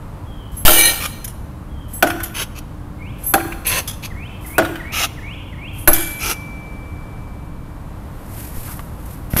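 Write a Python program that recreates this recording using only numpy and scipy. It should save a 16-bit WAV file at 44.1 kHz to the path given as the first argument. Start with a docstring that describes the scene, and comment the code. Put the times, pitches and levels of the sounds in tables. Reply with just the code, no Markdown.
"""Knife throwing in a back yard

Five steel knives sing in flight and thud into a wooden post, exciting its modes; two clash with knives
stuck there. After each throw the next blade is drawn with stick-slip friction. Birds whistle over distant
traffic. The thrower walks up and grabs a small camera, whose microphone overloads on every blow."""
import sys
import numpy as np
from scipy import signal
from scipy.fft import rfft, irfft, next_fast_len
from scipy.io import wavfile

SR = 44100
rng = np.random.default_rng(int(sys.argv[2]) if len(sys.argv) > 2 else 0)


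def master_out(mix):
    """Clip the mix to full scale and print it as 16-bit PCM to the path in sys.argv[1]."""
    frames = np.transpose(np.atleast_2d(mix))
    ceiling = np.clip(frames, -1, 1)
    pcm = np.round(ceiling * 32767).astype(np.int16)
    wavfile.write(sys.argv[1], SR, pcm)


N = 414540

CLASH_S = .651  # the first blade strikes a stuck one
# Blades bite the post. Each row: start in seconds; thud, crack, splintering and steel ring in dB;
# the spot's low knock in Hz and its dB; its high knock in Hz and its dB.
HITS = [(.678, -2.5, 0, -10, -16.5, 622, 3, 1366, 4.5), (2.025, -1, -2, -6, -29, 706, -3.5, 1520, -1.5),
        (3.338, -1.5, -1, -8, -17, 788, 1, 1457, -9), (4.581, -2.5, -4, -4.5, -42, 648, 0.5, 1460, 1.5),
        (5.875, -3.5, -0.5, -5.5, -5.5, 603.4, -6, 1470, -7)]
# Spectra of a steel tick and of rubbed cloth. Each row: frequency in Hz, relative density in dB.
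TICK_SPECTRUM = [(350, -47), (600, -19), (2340, -8.5), (2710, -12), (3420, -8.5), (3920, -17), (6650, -8),
                 (7830, -15.5), (10900, -2.5), (15400, -21)]
FABRIC_SPECTRUM = [(880, -15), (1500, -5.5), (2350, -5), (3240, -11.5), (6360, -10), (7430, -8.5),
                   (11100, -1.5), (12200, 2.5), (15400, -15.5)]


def amp(db):
    """Decibels to amplitude ratio."""
    return 10 ** (np.asarray(db) / 20)


def unit(x):
    """Normalisation to rms 1."""
    return x / np.sqrt(np.mean(x ** 2) + 1e-20)


def clock():
    """Seconds at every sample."""
    return np.arange(N) / SR


def along(points, hz):
    """Interpolation of (Hz, value) points on a logarithmic frequency axis."""
    f, v = np.transpose(points)
    return np.interp(np.log(hz + 1), np.log(f + 1), v)


def wobble(rate, size=N):
    """Random modulation: a curve through `rate` Gaussian knots a second."""
    knots = rng.standard_normal(int(size * rate / SR) + 4)
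    return np.interp(np.arange(size) * rate / SR, np.arange(len(knots)), knots)


def noise(spectrum, size=N):
    """Spectral shaping: coloured noise of rms 1."""
    m = next_fast_len(size)
    gain = amp(along(spectrum, np.fft.rfftfreq(m, 1 / SR)))
    return unit(irfft(rfft(rng.standard_normal(m)) * gain, m)[:size])


def narrow(hz, width_hz, size):
    """Resonance: noise of rms 1 through a single peak."""
    f = np.fft.rfftfreq(size, 1 / SR)
    return unit(irfft(rfft(rng.standard_normal(size)) / (1 + ((f - hz) / width_hz) ** 2), size))


def steely(spectrum, size):
    """Modal overlap: noise of rms 1 through the many close, short resonances of a blade."""
    t = clock()[:SR // 50]
    body = rng.standard_normal(len(t)) * np.exp(-t / .004)
    return unit(signal.fftconvolve(noise(spectrum, size + len(t) - 1), body, "valid"))


def ring(modes, t, scatter_db):
    """Free vibration: a sum of damped modes, struck at random phases and scattered strengths."""
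    return sum(amp(db + scatter_db * rng.standard_normal() - 60 * t / t60)
               * np.sin(2 * np.pi * (hz * t + rng.random())) for hz, db, t60 in modes)


def struck(t, t60):
    """The envelope of a tap: a quick rise and exponential decay."""
    return amp(-60 * t / t60) * (1 - np.exp(-t / 0.0015))


def add(track, s, sound):
    """Superposition: mix a sound in at s seconds."""
    part = track[max(round(s * SR), 0):][:len(sound)]
    part += sound[:len(part)]


def echo(x, decay, delay_s):
    """Reverberation: a diffuse tail in which each frequency dies at its own rate."""
    hz, t, z = signal.stft(rng.standard_normal(SR), SR, nperseg=256)
    tail = signal.istft(z * amp(-60 * t / along(decay, hz)[:, None]), SR, nperseg=256)[1]
    response = np.pad(tail / np.linalg.norm(tail), (int(delay_s * SR), 0))
    return signal.fftconvolve(x, response)[:N]


def traffic():
    """Broadband noise of distant traffic, with a faint wavering hum."""
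    # Each row: frequency in Hz, relative density in dB.
    rumble_spectrum = [(11, -44), (20, 1), (38, -1.5), (87, -0.5), (190, -9), (300, -16.5), (420, -28.5),
                       (800, -75)]
    road_spectrum = [(180, -36), (300, -5), (372, -10.5), (517, -6.5), (719, -9), (1030, -8), (1930, -21),
                     (2500, -24.5), (5840, -35), (12300, -32), (15400, -41.5)]
    hum = amp(-47 + 2.5 * wobble(1.366)) * np.sin(2 * np.pi * 298 * clock() + 0.6 * wobble(6))
    rumble = amp(-30.5) * noise(rumble_spectrum)
    road = amp(-42) * noise(road_spectrum) * amp(1.1 * wobble(1.71))
    return rumble + road + hum


def whistle(length_s, first_hz, last_hz, bend):
    """Frequency modulation: a fluttering pure tone glides, straight at bend 1, later at a higher bend."""
    t = clock()[:int(length_s * SR)]
    glide = first_hz + (last_hz - first_hz) * (t / length_s) ** bend
    pitch = glide * (1 + .018 * wobble(260, len(t)))
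    swell = np.sqrt(np.abs(np.sin(np.pi * t / length_s))) * amp(3.2 * wobble(110, len(t)))
    return swell * np.sin(2 * np.pi * np.cumsum(pitch) / SR)


def birds():
    """Two birds whistle; reverberation among the trees smears their notes."""
    # Each row: start in seconds, relative levels in dB of the rising note and of the slur before it.
    rising_calls = [(2.985, -40, -68), (4.156, -34, -34), (4.496, -33.5, -36), (4.846, -31, -30),
                    (5.223, -32, -33.5), (5.575, -31.5, -35)]
    # The second bird. Each row: start in seconds, relative level in dB.
    far_calls = [(.26, -45), (1.68, -52.5)]
    # Each row: frequency in Hz, reverberation time in seconds.
    tree_decay = [(1500, .32), (4000, 1.5)]
    out = np.zeros(N)
    for s, db, slur_db in rising_calls:
        add(out, s, amp(db) * whistle(length_s=.128, first_hz=2150, last_hz=3600, bend=2.2))
        add(out, s - .053, amp(slur_db) * whistle(length_s=.03, first_hz=2208, last_hz=1700, bend=.97))
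    for s, db in far_calls:
        add(out, s, amp(db) * whistle(length_s=.23, first_hz=3300, last_hz=2900, bend=1.6))
    return amp(-3) * out + amp(-1.5) * echo(out, tree_decay, delay_s=0.029)


def blade(t, shake_db, rate, sung_hz=0, sung_db=0):
    """A blade's high modes decay, each wavering on its own; the one near sung_hz sings out."""
    # Each row: frequency in Hz, level in dB, 60 dB decay time in seconds.
    blade_modes = [(6185, -21, .6), (8064, -14, .8), (8812, -16, .5), (9561, -16, .8), (10310, -8, .7),
                   (11060, 0, .9), (12190, -1, .9), (13310, -14, .6), (14810, -9, 1.1)]
    out = np.zeros(len(t))
    for hz, db, t60 in blade_modes:
        boost_db = sung_db * (abs(hz - sung_hz) < .03 * hz)
        mode = amp(db + boost_db - 60 * t / t60) * np.sin(2 * np.pi * (hz * t + rng.random()))
        out += mode * amp(shake_db * wobble(rate, len(t)))
    return out


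def flights():
    """Free vibration: a blade scrapes off the hand and sings, wavering as it tumbles, until impact."""
    # Each row: start in seconds, ring in dB, scrape in dB, the singing mode in Hz, its boost in dB.
    throws = [(.567, -32, -63, 11060, 5), (1.933, -31.5, -40, 8064, 9), (3.235, -29, -39.5, 10310, 2),
              (3.263, -23.5, -43, 12190, 7), (4.46, -47, -35, 14810, 13), (5.781, -40.5, -40, 9561, 16)]
    out, t = np.zeros(N), clock()[:SR // 4]
    impacts = [CLASH_S] + [hit[0] for hit in HITS]
    for s, db, scrape_db, sung_hz, sung_db in throws:
        end = min(impact for impact in impacts if impact > s)
        song = amp(db) * blade(t, shake_db=1.6, rate=50, sung_hz=sung_hz, sung_db=sung_db)
        scrape = amp(scrape_db - 60 * t / 0.76) * narrow(11200, 2000, len(t))
        airborne = np.clip(t / 0.0049, 0, 1) * np.clip((end - s - t) / 0.023, 0, 1)
        add(out, s, (song + scrape) * airborne)
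        swish = amp(-44 - 120 * abs(t - .05)) * noise(FABRIC_SPECTRUM, len(t))
        add(out, s - .05, swish)
    return out


def buzzing(rate, depth_db, drift, half_width_s=0.043):
    """Repeated knocks drive modes that swell in turn, roughly highest first, and drift in phase."""
    # Each row: frequency in Hz, level in dB, time of the peak in seconds.
    clash_modes = [(1400, -14, .9), (1863, -1, .868), (2335, 3, .825), (2930, 1, .84), (3830, -4, .85),
                   (4081, -3, .87), (4175, -1, .87), (6105, 0, .825), (6750, -6, .75), (8506, -4, .815),
                   (8860, -5, .79), (9561, 1, .765), (9878, -5, .87), (10435, -3, .87), (11062, 7, .8),
                   (13312, 3, .705), (14812, 1, .705)]
    t = clock()[:2 * SR]
    tones = np.zeros(len(t))
    for hz, db, peak_s in clash_modes:
        random_walk = np.cumsum(wobble(2 * rate, len(t))) * np.sqrt(2 * rate) / SR
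        phase = drift * np.sqrt(clash_modes[0][0] / hz) * random_walk
        swell = amp(db + depth_db * wobble(rate, len(t))) / np.hypot(1, (t - peak_s) / half_width_s)
        tones += swell * np.sin(2 * np.pi * hz * t + phase)
    return np.pad(tones, (0, N - len(t)))


def shaken(build_s, held_db, drop_db, fade_db_per_s, chatter_s=0.25, parting_s=0.036):
    """The envelope of forced vibration: it builds as blades chatter, drops as they part, then decays."""
    t = clock() - CLASH_S
    free = np.maximum(t - chatter_s, 0)
    level_db = held_db - drop_db * np.minimum(free / parting_s, 1) - fade_db_per_s * free
    return np.clip(t / build_s, 0, 1) * amp(level_db)


def chatter():
    """Intermittent contact: the first knife scrapes and rattles on its neighbour, then both ring free."""
    # Each row: frequency in Hz, relative density in dB.
    rasp_spectrum = [(180, -45), (300, -12), (476, -16), (640, -11), (1320, -14), (2170, -16), (2920, -13),
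                     (5290, -21), (8700, -16), (13000, -10), (15400, -18)]
    t = clock() - CLASH_S
    glance = (t > 0) * amp(-4 - 60 * np.abs(t) / 0.51)
    rasping = np.hypot(glance, shaken(build_s=0.1, held_db=-18, drop_db=2.5, fade_db_per_s=99))
    ringing = shaken(build_s=.03, held_db=-19.5, drop_db=8, fade_db_per_s=60)
    tones = buzzing(rate=80, depth_db=3.5, drift=13)
    rattle = amp(2 * wobble(250))
    return rattle * (ringing * tones + rasping * steely(rasp_spectrum, N))


def jolts():
    """High-pass overshoot: a shock holds the microphone aside; let go, it crosses centre and settles."""
    # Each row: start in seconds, level in dB, length of the push in seconds.
    shocks = [(.651, 0, 0.036), (5.883, -3.5, 0.028), (8.571, -19, 0.016), (9.337, -4.5, 0.0024),
              (9.364, -6, 0.00213), (9.396, -4.5, 0.0015)]
    out, t = np.zeros(N), clock()[:SR // 2]
    for s, db, length in shocks:
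        release_s, settle_s = 0.36 * length, 2.05 * length
        push = (1 - np.exp(-t / 0.00049)) * np.exp(-np.maximum(t - length, 0) / release_s)
        leak = np.exp(-1 / (settle_s * SR))
        add(out, s, -amp(db) * signal.lfilter([1, -1], [1, -leak], push))
    return out


def thuds(crack_t60=0.041, wood_t60=0.16, crack_rise_s=.0008, boom_rise_s=0.0057):
    """Impact excitation: the point cracks in, fibres split, and the post's modes swell into a boom."""
    # Each row: frequency in Hz, level in dB, 60 dB decay time in seconds.
    post_modes = [(299, -20, .5), (334, -13.5, .42), (600, -12, .17), (815, -15, .17), (1290, -14, .08),
                  (1618, -13, .06), (2600, -1, .025)]
    # Each row: frequency in Hz, relative density in dB.
    crack_spectrum = [(180, -34), (300, -11), (1540, 8), (2030, -5), (2690, 1.5), (4200, -9), (5200, -11),
                      (9580, -9), (12300, -1), (15400, -13)]
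    wood_spectrum = [(100, -22.5), (330, 5.5), (450, -7.5), (720, 4), (1020, -13.5), (1400, -8.5),
                     (2200, -20), (4300, -26), (14000, -40)]
    out, t = np.zeros(N), clock()[:SR // 2]
    for s, db, crack_db, wood_db, steel_db, low_hz, low_db, high_hz, high_db in HITS:
        modes = post_modes + [(low_hz, low_db, .1), (high_hz, high_db, .06)]
        boom = amp(db) * ring(modes, t, scatter_db=1.0)
        splinters = amp(wood_db - 60 * t / wood_t60) * noise(wood_spectrum, len(t))
        crack = amp(crack_db - 60 * t / crack_t60) * steely(crack_spectrum, len(t))
        steel = amp(steel_db - 60 * t / 0.17) * blade(t, shake_db=5, rate=204)
        # the knife quivers and knocks in its cut on every swing
        swings = np.sin(np.pi * (31 * t + .2 * wobble(25, len(t)))) ** 6
        quiver = amp(-18.5 - 60 * t / 0.47) * swings * narrow(1380, 500, len(t))
        add(out, s, (boom + splinters + quiver) * (1 - np.exp(-t / boom_rise_s)))
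        add(out, s, (crack + steel) * (1 - np.exp(-t / crack_rise_s)))
    return out


def draws(grain_db=2.0, release_s=0.011, song_hz=2460):
    """Stick-slip friction: a blade slides ever faster along the next and its tip slips off with a tick."""
    # Each row: start in seconds, end in seconds, level in dB.
    strokes = [(1, 1.06, -22.5), (2.34, 2.427, -21.5), (3.647, 3.796, -18.5), (4.92, 5.048, -16.5),
               (6.195, 6.32, -19.5), (2.55, 2.587, -36.5), (4.024, 4.057, -29)]
    # Each row: frequency in Hz, relative density in dB.
    slide_spectrum = [(180, -35), (300, -6.5), (800, -6), (1180, 0), (1720, -6.5), (2300, -2), (3120, -0.5),
                      (4410, -8.5), (6340, -4.5), (8000, -16), (11500, -4.5), (15400, -18)]
    out, t = np.zeros(N), clock()[:SR // 4]
    for s, end, db in strokes:
        speed = np.minimum(t / (end - s), 1) ** 0.52 * np.exp(-np.maximum(t - end + s, 0) / release_s)
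        # the rubbed steel sings most while it is still held near the hilt
        song = amp(-2 - 60 * t / 0.35) * narrow(song_hz, 190, len(t))
        friction = amp(db + grain_db * wobble(700, len(t))) * speed
        add(out, s, friction * (steely(slide_spectrum, len(t)) + song))
        add(out, end, amp(-24) * steely(TICK_SPECTRUM, len(t)) * struck(t, t60=0.028))
    return out


def contact(clack_hz, size):
    """Contact noise: the rough tick of steel on steel, with a clack of two resonances."""
    clack = narrow(clack_hz, 148, size) + amp(-8) * narrow(1.51 * clack_hz, 247, size)
    return (steely(TICK_SPECTRUM, size) + amp(-3) * clack) * amp(2.5 * wobble(258, size))


def clinks():
    """Steel taps steel, and a stuck knife knocks once just after the second hit; after the last throw one
    handle rings on in sympathetic vibration."""
    # Each row: start in seconds, tick in dB, ring in dB, the envelope's t60 in seconds, clack in Hz.
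    taps = [(1.243, -21.5, -24, 0.064, 12360), (1.276, -30, -40, .12, 9530), (2.069, -23, -42, .11, 1340),
            (2.232, -24, -26, .16, 12880), (3.666, -24, -15, 0.38, 2540), (3.875, -22, -26.5, 0.184, 3400),
            (5.931, -17.5, -7.5, 0.08, 11300), (5.943, -22, -31, 0.72, 11400),
            (6.33, -21.5, -38.5, 0.028, 2380)]
    # Each row: frequency in Hz, level in dB, 60 dB decay time in seconds.
    handle_modes = [(2328, -26, 3.16), (9835, -55, 1.5), (13700, -66, 3)]
    out, t = np.zeros(N), clock()[:SR // 2]
    for s, tick_db, ring_db, t60, clack_hz in taps:
        tick = amp(tick_db) * contact(clack_hz, len(t))
        steel = amp(ring_db) * blade(t, shake_db=3.5, rate=170)
        add(out, s, (tick + steel) * struck(t, t60))
    t = clock()[:3 * SR]
    add(out, HITS[-1][0], ring(handle_modes, t, scatter_db=0) * (1 - np.exp(-t / 0.055)))
    return out


def rebounds():
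    """Elastic recoil: a knife that has just stuck swings back and knocks against the wood."""
    # Each row: start in seconds, level in dB, clack in Hz.
    knocks = [(2.101, -12, 1490), (2.202, -19.5, 1520), (3.401, -23.5, 2400), (3.521, -21.5, 2400),
              (4.648, -17, 1350), (4.755, -23.5, 1610)]
    # Each row: frequency in Hz, relative density in dB.
    knock_spectrum = [(400, -23), (1300, 4), (3300, -3), (4500, -15), (14000, -14)]
    out, t = np.zeros(N), clock()[:SR // 4]
    for s, db, clack_hz in knocks:
        knock = 0.75 * steely(knock_spectrum, len(t)) + 0.58 * narrow(clack_hz, 170, len(t))
        add(out, s, amp(db) * knock * struck(t, t60=0.062))
    return out


def clothes(rustle_db=-47, nearest_s=9.7, approach_db_per_s=17.5):
    """Incoherent sources add in power: cloth rustles louder as the thrower nears, and limbs swish."""
    # Each row: time of the peak in seconds, level in dB, half-width in seconds.
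    swishes = [(8.42, -36.5, .085), (8.58, -38.5, 0.042), (8.69, -35, 0.082), (9.1, -41.5, 0.055)]
    t = clock()
    power = amp(rustle_db - approach_db_per_s * np.abs(t - nearest_s)) ** 2
    for s, db, width in swishes:
        power += (amp(db) / (1 + ((t - s) / width) ** 2)) ** 2
    return np.sqrt(power) * noise(FABRIC_SPECTRUM) * amp(1.8 * wobble(150))


def scuffs():
    """Damped impacts: feet and fingers make short bursts of midrange noise."""
    # Each row: start in seconds, level in dB, 60 dB decay time in seconds.
    touches = [(8.675, -35.5, 0.34), (8.793, -22, 0.03), (9.335, -22.5, 0.04), (9.365, -12, 0.012)]
    # Each row: frequency in Hz, relative density in dB.
    scuff_spectrum = [(150, -19), (1200, 16.5), (2500, -1.5), (5000, -14), (14000, -17)]
    out, t = np.zeros(N), clock()[:SR // 4]
    for s, db, t60 in touches:
        add(out, s, amp(db - 60 * t / t60) * noise(scuff_spectrum, len(t)))
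    return out


def grip(attack_s=.004, release_s=.01):
    """Friction noise: a hand touches, then grips the camera's case, rubbing as long as it presses."""
    # Each row: start in seconds, length in seconds, level in dB.
    presses = [(9.301, 0.066, -35.5), (9.365, .04, -16.5)]
    # Each row: frequency in Hz, relative density in dB.
    case_spectrum = [(120, -35), (200, 2), (741, -9), (1530, -8.5), (3290, -10.5), (4020, -17), (5380, -12),
                     (7880, -17), (12200, 2), (15400, -22.5)]
    pressure, t = np.zeros(N), clock()
    for s, length, db in presses:
        release = np.exp(-np.maximum(t - s - length, 0) / release_s)
        pressure += amp(db) * np.clip((t - s) / attack_s, 0, 1) * release
    return pressure * noise(case_spectrum) * amp(1.7 * wobble(700))


def scene():
    """Direct sound and reflection: the knives and their echo from the house, over the yard's sounds."""
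    # Each row: frequency in Hz, reverberation time in seconds.
    yard_decay = [(200, 0.17), (1500, 1), (4000, 1), (12000, 0.77)]
    blows, scrapes = thuds(), draws()
    steel = flights() + clinks() + rebounds() + chatter()
    walls = echo(amp(-13.5) * blows + amp(-18) * (steel + .5 * scrapes), yard_decay, delay_s=.035)
    # the house front throws back the low boom of the post
    boom_band = signal.butter(2, [270, 400], "bandpass", fs=SR, output="sos")
    add(walls, .108, amp(-10.5) * signal.sosfilt(boom_band, blows))
    knives = blows + steel + scrapes + walls
    return (knives + jolts() + birds() + clothes() + grip() + scuffs() + traffic())[None]


def record(dry, hardness=5, top_hz=15600):
    """Saturation and band limiting: the input stage clips the blows; nothing passes above top_hz."""
    clipped = dry / (1 + np.abs(dry) ** hardness) ** (1 / hardness)
    m = next_fast_len(N + SR // 2)
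    passband = np.fft.rfftfreq(m, 1 / SR) < top_hz
    return irfft(rfft(clipped, m) * passband, m)[..., :N]


dry = scene()
out = record(dry)
master_out(out)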